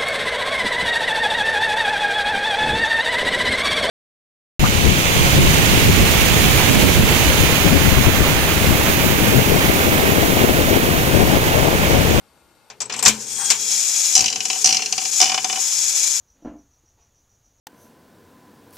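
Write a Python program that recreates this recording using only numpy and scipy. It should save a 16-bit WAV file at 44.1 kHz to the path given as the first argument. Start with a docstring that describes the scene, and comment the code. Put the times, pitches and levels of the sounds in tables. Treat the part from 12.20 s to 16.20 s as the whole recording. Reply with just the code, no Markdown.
"""A garage, with a stereo microphone close to a small mechanical slot machine; the left side is brighter.
The lever ratchets down, trips the spring with a clack, then rubs and knocks back home.
Three reels whirr on a squealing shaft. One by one each ticks against its pawl, ever slower,
and rocks to rest. Ticks and blows ring the cabinet; the loudest peaks overload the microphone."""
import sys
import numpy as np
from scipy import signal
from scipy.fft import rfft, irfft
from scipy.io import wavfile

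SR = 44100
rng = np.random.default_rng(int(sys.argv[2]) if len(sys.argv) > 2 else 0)


def store_wav(level_fs):
    """Save 16-bit WAV to argv[1]."""
    pcm = np.round(np.clip(np.atleast_2d(level_fs), -1, 1) * 32767)
    wavfile.write(sys.argv[1], SR, pcm.T.astype(np.int16))


N = 176400

# The stereo image at the microphone. Each row: frequency in Hz, left over right in dB.
LEFT_LEAN = [(60, 1), (200, 4), (1000, 4.7), (2000, 3.2), (3200, 4.7), (5300, 1.8), (6200, 0.54),
             (7200, 19.2), (9000, 15.2), (13500, 25)]
# How alike the two sides are. Each row: frequency in Hz, coherence from 0 to 1.
COHERENCE = [(60, 0.25), (200, 0.84), (700, 0.87), (1900, 0.81), (3100, 0.59), (5000, 0.53), (8200, 0.6),
             (13500, 0.42)]
# The garage's background. Each row: frequency in Hz, relative level in dB.
ROOM_COLOUR = [(15, -43), (25, -24), (65, -5), (99, -9), (159, -7), (187, -12), (263, -5.5), (300, -11),
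               (325, -10), (988, -9.5), (1770, -15.5), (13900, -28)]
# Faint whines in the garage. Each row: frequency in Hz, width in Hz, lift in dB.
ROOM_WHINES = [(4550, 65, 6), (8320, 72, 10)]

# Blows of lever, ratchet and spring. Each row: start in seconds, then body, clack, snap and sizzle
# in relative dB.
LEVER_BLOWS = [(0.5, -39.5, -42, -35, -65), (0.604, -37, -33, -20.5, -39.5), (0.617, -34.5, -41, -21, -51),
               (0.656, -45, -54, -40, -72), (0.697, -33, -26, -28, -52), (0.723, -38, -37, -23, -53),
               (0.738, -35.5, -27, -28, -44), (0.763, -32.5, -46, -29, -42), (0.776, -38, -61, -30, -42),
               (0.79, -34.5, -31, -22.5, -37), (0.826, -26.5, -24, -17.5, -21),
               (0.851, -21.5, -28, -8.5, -30), (0.859, -18.5, -10, -1, -26), (0.879, -30, -19, -5, -17.5),
               (1.302, -29.5, -18, -9, -25.5), (1.306, -29, -22, -8.5, -24.5)]
# The centres of those four bands, in Hz.
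LEVER_BANDS_HZ = [900, 2800, 6000, 11500]
# The spectrum of a lever blow. Each row: frequency in Hz, relative level in dB.
LEVER_COLOUR = [(35, -25), (60, -13), (210, -15), (573, -6.5), (883, 0), (1270, -4), (2150, -4),
                (2350, -0.5), (3880, -7), (5460, -2.5), (6410, -4.5), (7350, -1), (9880, -15.5),
                (13900, -22.5)]
# The lever's resonances. Each row: frequency in Hz, width in Hz, lift in dB.
LEVER_RESONANCES = [(1023, 75, 4.6), (2410, 58, 2.4), (5870, 140, 3.8), (6670, 110, 4.7), (7430, 150, 3.2)]
# The cabinet's modes. Each row: pitch in Hz, seconds to fall 60 dB, then the dB added to the body level
# of a tick and of a lever blow.
CABINET_MODES = [(125.5,0.45,-25.5,-18),(221,0.27,-16.5,-14),(421.6,0.18,-15,-11),(757,0.075,15,0)]
# The mechanism's rumble. Each row: time in seconds, relative level in dB.
RUMBLE_LEVELS = [(.55,-56.5),(.72,-44.5),(.9,-41),(1.1,-48),(1.38,-46.5),(1.85,-55.5),(2.15,-42.5),(2.36,-49.5),(2.6,-42.5),(2.93,-51.5),(3.15,-47),(3.5,-57),(4,-57)]
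# Its spectrum. Each row: frequency in Hz, relative level in dB.
RUMBLE_COLOUR = [(30,-25),(80,-27),(118,-3.5),(162,-14.5),(217,2),(330,-11.5),(440,-3),(700,-22),(1500,-52)]
# The spring's pings. Each row: start in seconds, pitch in Hz, level in dB.
SPRING_PINGS = [(0.617,7870,-17.5),(0.655,7800,-24.5),(.724,5060,-21),(0.727,5940,-28),(0.762,7500,-23),(0.785,2980,-26),(0.794,8000,-19),(0.836,7540,-12)]
# Dull low thumps that come with the loudest hits. Each row: start in seconds, level in dB.
THUMPS = [(0.861,-21.5),(0.878,-27),(1.985,-30.5),(2.009,-29.5),(2.058,-36),(2.461,-34),(2.521,-34),(3.015,-41)]
# Their spectrum. Each row: frequency in Hz, relative level in dB.
THUMP_COLOUR = [(25, -10), (200, -1.5), (450, -6.5), (1500, -19.5)]

# The whirr's level as heard, drawn to duck after loud hits and recover as a recorder's automatic
# gain control does. Each row: time in seconds, relative level in dB.
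WHIRR_HEARD_LEVELS = [(.86,-76),(1,-34),(1.26,-19.5),(1.37,-25.5),(1.52,-16),(1.94,-17),(1.965,-24),(2.07,-34.5),(2.28,-25.5),(2.43,-21),(2.6,-31.5),(2.8,-26),(2.99,-16),(3.12,-27.5),(3.24,-26.5),(3.48,-18),(3.8,-16.5),(4,-18.5)]
# The whirr's spectrum. Each row: frequency in Hz, relative level in dB.
WHIRR_COLOUR = [(300,-40),(700,-20.5),(1600,-21.5),(2400,-15.5),(3000,-15),(4400,-9.5),(5200,-3.5),(6900,1),(8600,-8),(11000,-19),(14000,-23)]
# Its resonances. Each row: frequency in Hz, width in Hz, lift in dB.
WHIRR_RESONANCES = [(2480, 150, 5), (3450, 250, 4), (5400, 200, 4), (6500, 280, 4), (7100, 380, 4.5),
                    (10950, 350, 6.5)]
# The shaft's two squeals. Each row: time in seconds, level in dB.
HIGH_SQUEAL = [(.9,-70),(1,-41),(1.12,-34),(1.15,-28),(1.25,-24.5),(1.28,-33),(1.4,-70)]
LOW_SQUEAL = [(1.05, -56), (1.17, -41), (1.28, -30.5), (1.36, -45), (1.48, -37), (1.69, -45), (1.9, -47),
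              (2.0, -60)]
# The rub of the returning lever. Each row: time in seconds, level in dB.
RUB_LEVELS = [(.92,-43),(1.05,-52),(1.165,-49),(1.195,-37),(1.23,-34),(1.27,-44.5),(1.31,-34.5),(1.4,-49)]
# Its spectrum. Each row: frequency in Hz, relative level in dB.
RUB_COLOUR = [(400, -30.5), (700, -5), (800, 8.5), (1200, 4), (1500, 7), (2500, -1.5), (5000, -13.5)]

# When each reel starts to brake, in seconds.
REEL_BRAKES_S = [1.9, 2.4, 2.95]
# Teeth hitting a pawl. Each row: start in seconds, body, clack and snap in relative dB, ring pitch in Hz.
TICKS = [(1.952, -43, -30, -12.5, 5840), (1.963, -34.5, -31, -15.5, 6060), (1.977, -38, -30, -18, 6140),
         (1.992, -34, -32, -20.0, 5700), (2.006, -47, -29, -19.5, 6380), (2.022, -39, -34.5, -32, 5800),
         (2.041, -39, -28.5, -26.5, 4680), (2.059, -48, -27, -22.5, 6050), (2.08, -53, -27, -27, 5970),
         (2.101, -42.5, -40, -29, 5850), (2.126, -45.5, -32.5, -28.5, 4740),
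         (2.158, -41.5, -32, -28.5, 6030), (2.204, -46, -29.5, -29, 5610), (2.253, -42, -35, -22.5, 5700),
         (2.3, -37, -25, -26.5, 5620), (2.329, -40.5, -33.5, -28.5, 5870), (2.356, -39, -35.5, -39, 5870),
         (2.444, -34.5, -31.5, -14.5, 5660), (2.4575, -37, -29, -14.0, 5820),
         (2.472, -35, -28.5, -19.0, 5600), (2.49, -34.5, -30, -19.5, 5740), (2.506, -41, -28, -23, 5960),
         (2.525, -37, -27, -20.0, 5570), (2.545, -38, -26.5, -23, 5730), (2.568, -41, -28, -22.5, 4930),
         (2.593, -40.5, -31, -38, 6000), (2.62, -40.0, -29, -27.0, 5870), (2.659, -46, -33.0, -27.5, 5450),
         (2.724, -37.5, -29.5, -21.5, 6040), (2.779, -37, -29, -25, 4760), (2.816, -44.0, -36.5, -38, 6170),
         (2.852, -43, -34.5, -28, 4770), (3.001, -28.5, -25, -19, 5200), (3.013, -25.0, -26, -13, 5810),
         (3.025, -26.5, -24, -19.5, 5600), (3.04, -35.5, -31, -22, 5100), (3.056, -31.5, -27.5, -25, 5940),
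         (3.074, -43, -30, -37, 4870), (3.095, -32.5, -28.5, -27.0, 5120), (3.118, -30.5, -27, -29.5, 6450),
         (3.143, -29.5, -28, -25.5, 5340), (3.177, -30.5, -24.5, -31, 5100),
         (3.244, -28.5, -30, -23.5, 6270), (3.297, -34.5, -27, -38, 5700), (3.327, -32, -33.5, -28.5, 6000),
         (3.357, -40, -30.5, -36, 5800), (3.371, -30.5, -36, -44, 6450)]
# The centres of those three bands, in Hz.
TICK_BANDS_HZ = [900, 2800, 6000]
# The spectrum of a tick. Each row: frequency in Hz, relative level in dB.
TICK_COLOUR = [(59, -34), (100, -40), (259, -15.5), (416, -17), (578, -19), (757, -9.5), (1000, -7),
               (1300, -14), (1880, -14.5), (2360, -8), (2960, -9), (3700, -14), (5000, -3), (5900, 0),
               (7400, -9.5), (13900, -38.5)]
# Resonances, one list per reel and pawl. Each row: frequency in Hz, width in Hz, lift in dB.
REEL_RESONANCES = [
    [(2530, 80, 6), (2980, 110, 9), (3980, 50, 11), (7200, 200, 8)],
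    [(2370, 50, 7), (2760, 250, 7), (4250, 40, 13), (6250, 140, 5)],
    [(2420, 50, 8), (2980, 70, 10), (3530, 40, 14), (5050, 160, 5)],
]

BLOW_SIZE = 16384  # samples
BLOW_TIME = np.arange(BLOW_SIZE) / SR
SAME_RING = 0.37  # share of the dense ring that repeats from blow to blow
TREBLE_HZ, TREBLE_T60_RATIO, GARAGE_T60_S = 4200, .5, 0.53


def from_db(db):
    """Decibels as gain."""
    return 10 ** (np.asarray(db) / 20)


def rms_one(x):
    """Scale to an rms of 1."""
    return x / np.sqrt(np.mean(x ** 2) + 1e-20)


def level(rows):
    """Gain along a curve of seconds and dB, silent before it starts."""
    s, db = np.transpose(rows)
    return from_db(np.interp(np.arange(N) / SR, s, db, left=-120))


def bins(size):
    """FFT frequencies in Hz, floored at 1."""
    return np.maximum(np.arange(size // 2 + 1) * SR / size, 1)


def at_hz(points, hz):
    """Read a curve along a log frequency axis."""
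    knots_hz, values = np.transpose(points)
    return np.interp(np.log(hz), np.log(knots_hz), values)


def colour(points, resonances, hz):
    """A smooth spectrum with resonant peaks on it, as gain."""
    peaks = sum((from_db(2 * db) - 1) / (1 + (2 * (hz - f) / width) ** 2) for f, width, db in resonances)
    return from_db(at_hz(points, hz)) * np.sqrt(np.maximum(1 + peaks, .1))


def drift(rate_hz):
    """A random wander of rms 1, mostly slower than the given rate."""
    return rms_one(irfft(rfft(rng.standard_normal(N)) / (1 + (bins(N) / rate_hz) ** 2), N))


def add(out, s, sound):
    """Mix a sound in, starting at s seconds."""
    i = int(s * SR)
    out[:, i:i + sound.shape[1]] += sound[:, :N - i]


def tone_at_mic(tone, hz):
    """A tone reaches the microphone leaning left by an amount set by its pitch."""
    lean = from_db(at_hz(LEFT_LEAN, hz))
    return np.outer([lean, 1], tone) * 2 / (1 + lean)


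def noise_at_mic(pair, gain):
    """Two unrelated signals, coloured and blended, reach the microphone's bright left and dull right."""
    size = pair.shape[1]
    hz = bins(size)
    alike = np.clip(at_hz(COHERENCE, hz), 0, .99)
    lean = from_db(at_hz(LEFT_LEAN, hz))
    # minimum phase, so nothing rings ahead of its blow
    cepstrum = irfft(np.log(gain + 1e-9), size)
    cepstrum[1:size // 2] *= 2
    cepstrum[size // 2 + 1:] = 0
    mid, side = rfft(pair) * np.exp(rfft(cepstrum)) * 2 / (1 + lean)
    side = side * np.sqrt((1 - alike) / (1 + alike))
    return irfft(np.array([lean * (mid + side), mid - side]), size)


def steady(points, resonances=(), drive=None, ripple_db=3.6):
    """Noise, or a given drive, coloured and rippled by the housing's many fine resonances."""
    drive = rng.standard_normal((2, N)) if drive is None else rms_one(drive)
    knots_hz = np.arange(0, SR / 2, 50)
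    ripple = from_db(ripple_db * np.interp(bins(N), knots_hz, rng.standard_normal(len(knots_hz))))
    return noise_at_mic(drive, rms_one(ripple * colour(points, resonances, bins(N))))


def blows(rows, shape, bands_hz, t60, tail_db, attack_s):
    """Each blow sets off a dense, quickly dying ring and a faint garage tail; its band levels tint it."""
    out, t, hz = np.zeros((2, N)), BLOW_TIME, bins(BLOW_SIZE)
    t60 = t60 * np.array([[1], [TREBLE_T60_RATIO]])
    tail = from_db(tail_db - 60 * t / GARAGE_T60_S)
    envelope = (1 - np.exp(-t / attack_s)) * np.hypot(from_db(-60 * t / t60), tail)
    envelope *= np.sqrt(.02 * SR / np.sum(envelope ** 2, axis=1, keepdims=True))  # energy of 20 ms at 1
    shape_db = [10 * np.log10(np.mean(shape ** 2 * (abs(np.log2(hz / f)) < .5))) for f in bands_hz]
    shared_ring = rng.standard_normal((2, BLOW_SIZE))
    for s, *band_db in rows:
        fresh_ring = rng.standard_normal((2, BLOW_SIZE))
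        ring = np.sqrt(SAME_RING) * shared_ring + np.sqrt(1 - SAME_RING) * fresh_ring
        tint = from_db(np.interp(np.log(hz), np.log(bands_hz), np.subtract(band_db, shape_db)))
        low = irfft(rfft(ring) * (hz < TREBLE_HZ))
        add(out, s, noise_at_mic(low * envelope[0] + (ring - low) * envelope[1], shape * tint))
    return out


def ping(hz, db, t60, split_hz=200, attack_s=0.00096):
    """A small steel part rings with a close pair of modes."""
    t = BLOW_TIME
    pair = np.sin(2 * np.pi * hz * t) + 0.64 * np.sin(2 * np.pi * (hz + split_hz) * t)
    return tone_at_mic(pair * (1 - np.exp(-t / attack_s)) * from_db(db - 60 * t / t60), hz)


def room_tone():
    """The quiet garage behind the machine, with two faint whines."""
    return from_db(-57.5) * steady(ROOM_COLOUR, ROOM_WHINES)


def lever():
    """Ratchet clicks, the spring's clack and the knock of the returning lever."""
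    shape = colour(LEVER_COLOUR, LEVER_RESONANCES, bins(BLOW_SIZE))
    clacks = blows(LEVER_BLOWS, shape, LEVER_BANDS_HZ, t60=0.17, tail_db=-25.5, attack_s=0.00037)
    return from_db(-4.5) * clacks


def cabinet(attack_s=.005):
    """Every tick and lever blow also rings the cabinet's low modes."""
    out, t = np.zeros((2, N)), BLOW_TIME
    for hz, t60, tick_db, lever_db in CABINET_MODES:
        envelope = from_db(-60 * t / t60) * (1 - np.exp(-t / attack_s))
        ring = tone_at_mic(np.sin(2 * np.pi * hz * t) * envelope, hz)
        for rows, mode_db in ((TICKS, tick_db), (LEVER_BLOWS, lever_db)):
            for s, body_db, *_ in rows:
                start = s + rng.uniform(0, 0.0013)
                add(out, start, ring * from_db(body_db + mode_db + rng.normal(0, 0.95)))
    return out


def rumble():
    """The moving mechanism rumbles low."""
    return from_db(-1.5) * level(RUMBLE_LEVELS) * steady(RUMBLE_COLOUR)


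def spring():
    """The spring pings as the lever goes down."""
    out = np.zeros((2, N))
    for s, hz, db in SPRING_PINGS:
        add(out, s, ping(hz, db, t60=.045))
    return out


def whirr(rattles_per_s=4500, gain_db=-3, wobble_db=1.33):
    """Thousands of tiny rattles a second in the spinning works; the level heard dips after loud hits."""
    rattles = (rng.random((2, N)) < rattles_per_s / SR) * rng.choice([-1, 1], (2, N))
    rattles = rattles * from_db(-2 * np.minimum(rng.exponential(1, (2, N)), 4))  # up to 8 dB softer
    gain = level(WHIRR_HEARD_LEVELS) * from_db(gain_db + wobble_db * drift(rate_hz=27.7))
    return gain * steady(WHIRR_COLOUR, WHIRR_RESONANCES, rattles)


def thumps(t60=0.2):
    """Dull low thumps come with the loudest hits."""
    out = np.zeros((2, N))
    dull = rms_one(colour(THUMP_COLOUR, (), bins(BLOW_SIZE)))
    for s, db in THUMPS:
        burst = rng.standard_normal((2, BLOW_SIZE)) * from_db(db - 60 * BLOW_TIME / t60)
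        add(out, s, noise_at_mic(burst, dull))
    return out


def housing_hum(start_s=.872, hz=217, db=-22, t60=0.36, attack_s=.01):
    """The housing hums after the spring trips, a little left of centre."""
    out, t = np.zeros((2, N)), BLOW_TIME
    envelope = (1 - np.exp(-t / attack_s)) * from_db(db - 60 * t / t60)
    add(out, start_s, np.outer([1.2, .8], np.sin(2 * np.pi * hz * t) * envelope))
    return out


def shaft_squeal(curve, hz, waver_share=9 / 3280, flutter_db=1.5):
    """Friction on the spinning shaft sings a thin, wavering tone."""
    pitch_hz = hz * (1 + waver_share * drift(rate_hz=160))
    phase = 2 * np.pi * np.cumsum(pitch_hz) / SR
    flutter = from_db(flutter_db * drift(rate_hz=24))
    return tone_at_mic(np.sin(phase) * level(curve) * flutter, hz)


def lever_rub():
    """The lever rubs on its way back."""
    return level(RUB_LEVELS) * steady(RUB_COLOUR)


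def pawls(body_trim_db=-6, tooth_lift_db=7):
    """The three reels tick to rest in turn, each with its own resonances; every tooth rings briefly."""
    out, ticks = np.zeros((2, N)), np.array(TICKS)
    ticks[:, 1] += body_trim_db
    reel = np.searchsorted(REEL_BRAKES_S, ticks[:, 0]) - 1
    for k, resonances in enumerate(REEL_RESONANCES):
        shape = colour(TICK_COLOUR, resonances, bins(BLOW_SIZE))
        out += blows(ticks[reel == k, :-1], shape, TICK_BANDS_HZ, t60=.075, tail_db=-20, attack_s=.0007)
    for s, *_, snap_db, hz in TICKS:
        add(out, s, ping(hz, snap_db + tooth_lift_db, t60=.05))
    return from_db(1.5) * out


def scene():
    """One pull of the lever, heard from close by over the room tone."""
    spin = whirr() + rumble()
    friction = shaft_squeal(HIGH_SQUEAL, hz=8120) + shaft_squeal(LOW_SQUEAL, hz=3280) + lever_rub()
    strikes = lever() + spring() + pawls()
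    low_end = cabinet() + thumps() + housing_hum()
    return spin + friction + strikes + low_end + room_tone()


def record(dry, overload=0.96, cutoff_hz=14250):
    """The microphone clips on the loudest peaks, and the top treble is cut."""
    lowpass = signal.ellip(10, .1, 70, cutoff_hz, fs=SR, output="sos")
    return signal.sosfilt(lowpass, np.clip(dry, -overload, overload))


dry = scene()
out = record(dry)
store_wav(out)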